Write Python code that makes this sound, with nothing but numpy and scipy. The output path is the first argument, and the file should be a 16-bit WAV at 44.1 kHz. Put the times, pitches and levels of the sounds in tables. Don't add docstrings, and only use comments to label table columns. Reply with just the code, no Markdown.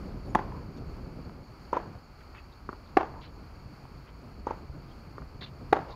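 import sys
import numpy as np
from scipy import signal
from scipy.fft import rfft, irfft
from scipy.io import wavfile
from scipy.ndimage import uniform_filter1d

SR = 44100
rng = np.random.default_rng(int(sys.argv[2]) if len(sys.argv) > 2 else 0)


def store_wav(level_fs):
    pcm = np.round(np.clip(np.atleast_2d(level_fs), -1, 1) * 32767)
    wavfile.write(sys.argv[1], SR, pcm.T.astype(np.int16))


def nominal_scale(level):
    x = np.asarray(level, float) / 20
    return 10 ** x


N = 262395

# t/s, kind of blow, level/dB, shell f/Hz, cavity f/Hz, string f/Hz
RALLY = [
    (.3487, "backhand", -18.5, 245, 865, 3260),
    (1.7285, "far stroke", -20.5, 468, 975, 6270),
    (2.6903, "bounce", -25, 306, 1150, 2300),
    (2.9682, "forehand", -18, 335, 765, 4250),
    (4.4678, "far stroke", -25, 430, 900, 6200),
    (5.1813, "bounce", -31.5, 450, 1150, 1800),
    (5.7257, "forehand", -18, 429, 810, 3820),
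]
BLOW_MODES = {"backhand": (-4.5, 1.18, -1, -7.5, -21.5), "forehand": (4.5, 1.46, -5, -4, -22),
              "far stroke": (3.5, 1.35, -10, -26, -31), "bounce": (-3.5, .58, -16.5, -20, -35)}
CONTACTS = {"backhand": (1.8, 5.6, 53, .74), "forehand": (3.2, 2.6, 60.5, .78),
            "far stroke": (4.3, 6.0, 70, 1.2), "bounce": (.9, 4.9, 60, .74)}
TOUCHES = {"backhand": (.12, 2.8, 11, 5000), "forehand": (.2, 3.5, 4, 2100), "bounce": (.1, 2.2, .6, 2700),
           "far stroke": (.08, 2.4, 9, 1800)}
REFLECTIONS = {"backhand": (6.5, -13.5, -27, -29, -29), "forehand": (3.5, -17.5, -20.5, -34, -29),
               "far stroke": (-27.5, -0.7, -21.5, -48, -19), "bounce": (-8.5, -8, -22, -39, -31.5)}
RIBS = {"backhand": (1013, -39), "forehand": (950, -42.5), "far stroke": (1010, -49), "bounce": (1110, -46)}


def ball():
    out = np.zeros(N)
    for s, kind, db, shell_hz, cavity_hz, string_hz in RALLY:
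        shell_db, upper_ratio, upper_db, crack_db, string_db = BLOW_MODES[kind]
        swell_ms, court_ms, side_ms, spring = CONTACTS[kind]
        linger, *snap = TOUCHES[kind]
        court_db, *wall_dbs = REFLECTIONS[kind]
        far_hz, flutter_db = RIBS[kind]
        upper_hz = upper_ratio * cavity_hz
        body = blow(shell_hz, shell_db, cavity_hz, upper_hz, upper_db, swell_ms, spring, linger)
        add(body, court_ms / 1000, nominal_scale(court_db) * body)
        hit = nominal_scale(db) * (body + crack(crack_db, string_hz, string_db, *snap))
        add(out, s, court(hit, side_ms, far_hz, *wall_dbs, flutter_db))
    return out


def blow(shell_hz, shell_db, cavity_hz, upper_hz, upper_db, swell_ms, spring, linger):
    t = np.arange(2048) / SR
    squash_s = .85 / shell_hz
    shell_swell = burst(t, spring * squash_s) ** max(2 * spring ** 2, 1)
    shell = -nominal_scale(shell_db) * shell_swell * np.cos(2 * np.pi * shell_hz * (t - squash_s))
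    ring = burst(t, swell_ms / 1000) ** max(swell_ms / 2, 1)
    ring += linger * burst(t, 0.0067) ** 1.8
    cavity = ring * np.sin(2 * np.pi * cavity_hz * t)
    upper = nominal_scale(upper_db) * burst(t, .0016) * np.sin(2 * np.pi * upper_hz * t)
    return shell + cavity + upper


# f/Hz, level/dB
CRACK = [(500, -6), (1400, 11), (2200, 1.5), (3300, -19), (4500, -29), (6500, -21), (10000, -17.5),
         (12500, -20), (15500, -32)]


def crack(crack_db, string_hz, string_db, snap_ms, treble_db, treble_hz):
    snap_s = snap_ms / 1000
    t = np.arange(2048) / SR
    snap = burst(t, snap_s) ** 2 + .12 * burst(t, .007) ** .7
    spectrum = [(hz, db + treble_db * (hz > treble_hz)) for hz, db in CRACK]
    felt = nominal_scale(crack_db) * noise(spectrum, size=2048)
    string = nominal_scale(string_db) * unit(resonance(rng.standard_normal(len(t)), string_hz, 360))
    return snap * (felt + string)


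# f/Hz, level/dB
SCATTER = [(120, -24), (300, 4.5), (550, 1.5), (900, 3), (1450, -6), (2000, -15.5), (4000, -33),
           (7000, -36), (15000, -53)]


def court(hit, side_ms, far_hz, fence_db, side_db, far_db, scatter_db, flutter_db):
    fence_ms, far_ms = 38.6, 169
    t = np.arange(SR // 2) / SR
    walls = np.zeros(len(t))
    for ms, db in (fence_ms, fence_db), (side_ms, side_db), (far_ms, far_db):
        walls[int(ms * SR / 1000)] = nominal_scale(db)
    out = signal.fftconvolve(hit, resonance(walls, 710, 6000))[:len(t)]
    peak = np.abs(hit).max()
    grains = rng.standard_normal((2, len(t))) * (rng.random((2, len(t))) < .2)
    cloud = np.exp(-t / .05) + .2 * np.exp(-t / .13)
    cloud += .4 * np.exp(-((t - fence_ms / 1000 - .004) / .01) ** 2)
    onset = np.clip(t / 0.0028, 0, 1) ** 2
    out += peak * nominal_scale(scatter_db) * onset * cloud * unit(colour(grains[0], SCATTER))
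    late_s = t - far_ms / 1000
    flutter = np.clip(t / .05, 0, 1) ** 2 * np.exp(-t / .12)
    flutter += .3 * (late_s > 0) * np.exp(-(late_s / .075) ** 4)
    pitched = unit(resonance(resonance(grains[1], far_hz, 200), far_hz, 200))
    out += peak * nominal_scale(flutter_db) * flutter * pitched
    add(out, 0, hit)
    return out


# t/s, kind of slide, length t/s, grit level/dB,
# squeak f/Hz, squeak level/dB
SCUFFS = [(0.25, "drag", 0.084, -74, 6850, -66), (0.257, "skid", 0.11, -64.5, 10000, -80),
          (0.093, "skid", .05, -77, 3600, -86), (0.762, "drag", 0.026, -65.5, 6500, -70),
          (2.204, "drag", 0.012, -53.5, 2000, -65), (2.346, "drag", 0.058, -57.5, 2570, -59.5),
          (2.513, "skid", 0.03, -70, 3630, -84), (2.856, "skid", 0.048, -73, 3620, -82),
          (3.213, "drag", 0.065, -59, 3880, -63), (4.068, "drag", 0.038, -63, 2960, -77),
          (4.883, "skid", .05, -75, 3270, -73), (5.409, "skid", 0.047, -51, 3600, -48),
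          (5.412, "drag", 0.033, -50, 2070, -62), (5.46, "drag", 0.031, -60, 3500, -65),
          (5.818, "drag", 0.12, -76, 550, -48.5), (5.905, "skid", .035, -62, 3880, -74)]
GRIT = {"drag": (0.33, 1.1), "skid": (0.875, 1.27)}


def scuffs():
    out = np.zeros(N)
    t = np.arange(8192) / SR
    for s, kind, length_s, db, squeak_hz, squeak_db in SCUFFS:
        band_hz = squeak_hz * np.array(GRIT[kind])
        slide = np.exp(-(t / length_s) ** 3) + 0.17 * np.exp(-t / 0.037)
        slide *= np.clip(t / 0.0024, 0, 1)
        unevenness_db = 3.0 * rng.standard_normal(len(t) // 64).repeat(64)
        slips = rng.standard_normal(len(t)) * nominal_scale(unevenness_db)
        grit_filter = signal.butter(3, band_hz, "band", fs=SR, output="sos")
        grit = unit(signal.sosfilt(grit_filter, slips) + 0.053 * slips)
        catch = np.exp(-((t - .7 * length_s) / (.25 * length_s)) ** 2)
        squeak = unit(resonance(slips, squeak_hz, 76) + 0.28 * resonance(slips, 0.76 * squeak_hz, 120))
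        add(out, s, nominal_scale(db) * slide * grit + nominal_scale(squeak_db) * catch * squeak)
    return out


# t/s, thud level/dB, thud f/Hz, tap level/dB, tap f/Hz
STEPS = [
    (1.009, -58, 65, -50, 670),
    (1.296, -52, 95, -36.5, 1010),
    (1.953, -31, 91, -36.5, 695),
    (2.35, -43, 100, -38, 1250),
    (3.658, -31, 99, -52, 573),
    (3.854, -41, 130, -35.5, 845),
    (4.697, -27.5, 67, -39, 513),
    (5.417, -56, 99, -50, 1550),
]


def steps():
    out = np.zeros(N)
    t = np.arange(8192) / SR
    for s, thud_db, thud_hz, tap_db, tap_hz in STEPS:
        thud = nominal_scale(thud_db) * mode(t, thud_hz, 5.4 / thud_hz)
        add(out, s, thud + nominal_scale(tap_db) * mode(t, tap_hz, 0.0074))
    return out


# t/s, level/dB
WIND = [(0.0, -41.5), (0.89, -41.5), (1.23, -45.5), (1.54, -51.5), (1.9, -49), (2.1, -55.5), (2.29, -57),
        (2.83, -53), (3.13, -48.5), (3.43, -51.5), (4.11, -53), (4.27, -51), (4.54, -49.5), (4.89, -52),
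        (5.95, -46.5)]
# f/Hz, level/dB
RUMBLE = [(12, -54), (25, -1), (62, 3), (100, -6), (200, -36), (400, -27)]
# f/Hz, level/dB
FLUTTER = [(60, -1.5), (130, 2.5), (280, -5.5), (500, -12), (900, -21.5), (2000, -49)]


def wind():
    gust_db = curve(WIND, 1)
    rumble = nominal_scale(-17 + 0.63 * gust_db + 1.4 * walk(12)) * noise(RUMBLE)
    return rumble + nominal_scale(gust_db - 1.0 + 2.9 * walk(35)) * noise(FLUTTER)


# f/Hz, width f/Hz, level/dB
CICADA_BANDS = [(4460, 320, -8), (6760, 270, -20)]


def cicadas():
    throb = np.sin(2 * np.pi * np.cumsum(5.7 + .5 * walk(1.5)) / SR)
    buzz = rng.standard_normal(N) * nominal_scale(2.0 * walk(170))
    bands = np.zeros(N)
    for hz, width_hz, db in CICADA_BANDS:
        bands += nominal_scale(db) * unit(resonance(resonance(buzz, hz, width_hz), hz, width_hz))
    level_db = -65 + 1.5 * walk(0.27) + 2.6 * throb
    return nominal_scale(level_db) * bands


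# f/Hz, level/dB
AIR = [(150, -18), (250, -5), (466, -13), (1300, -10.5), (1830, -22), (2300, -19), (3730, -34.5),
       (4510, -19.5), (5850, -35), (6840, -36.5), (7990, -43), (12500, -40), (15700, -44.5)]


def air():
    return nominal_scale(-50.5 + .1 * curve(WIND, 1) + 0.81 * walk(11.0)) * noise(AIR)


# t/s, level/dB
ENGINE = [(0, -69), (4.8, -56.5), (5.1, -58), (5.7, -52.5), (5.95, -73)]


def engine():
    return nominal_scale(curve(ENGINE, 1)) * unit(resonance(rng.standard_normal(N), 135, 5.2))


def curve(table, column):
    rows = np.array(table)
    return np.interp(np.arange(N) / SR, rows[:, 0], rows[:, column])


def unit(x):
    return x / np.sqrt(np.mean(x ** 2))


def colour(x, shape):
    hz = np.arange(len(x) // 2 + 1) * SR / len(x) + 1
    points = np.array(shape, float)
    gain = nominal_scale(np.interp(np.log(hz), np.log(points[:, 0]), points[:, 1], -90, -90))
    return irfft(rfft(x) * gain, len(x))


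def noise(shape, size=N):
    return unit(colour(rng.standard_normal(size), shape))


def resonance(x, hz, width_hz):
    return signal.lfilter(*signal.iirpeak(hz, hz / width_hz, SR), x)


def walk(rate_hz):
    k = int(SR / rate_hz)
    held = np.repeat(rng.standard_normal(N // k + 1), k)
    return unit(uniform_filter1d(uniform_filter1d(held, k), k)[:N])


def mode(t, hz, t60):
    return np.sin(2 * np.pi * hz * t) * np.exp(-np.log(1000) * t / t60)


def burst(t, peak_s):
    return (t / peak_s) ** 2 * np.exp(2 - 2 * t / peak_s)


def add(out, s, x):
    i = int(s * SR)
    out[i:i + len(x)] += x[:max(len(out) - i, 0)]


# f/Hz, level/dB
MIC = [(20, -3), (4500, 3), (7000, -3.5), (7950, -27), (9000, -10), (12500, -17.5), (15700, -32)]


def scene():
    sharp = colour(ball() + scuffs() + steps(), MIC)
    return (sharp + wind() + cicadas() + air() + engine())[None]


def low_pass(x):
    return signal.sosfilt(signal.butter(12, 16260, fs=SR, output="sos"), x)


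# f/Hz, peak level/dB
WHINE = [(12742, -90), (12820, -89.5)]


def record(dry):
    t = np.arange(N) / SR
    whine = sum(nominal_scale(db) * np.sin(2 * np.pi * hz * t) for hz, db in WHINE)
    top_cut = signal.ellip(10, .2, 70, 16100, fs=SR, output="sos")
    mix = signal.sosfilt(top_cut, dry + whine)
    return low_pass(mix)


dry = scene()
out = record(dry)
store_wav(out)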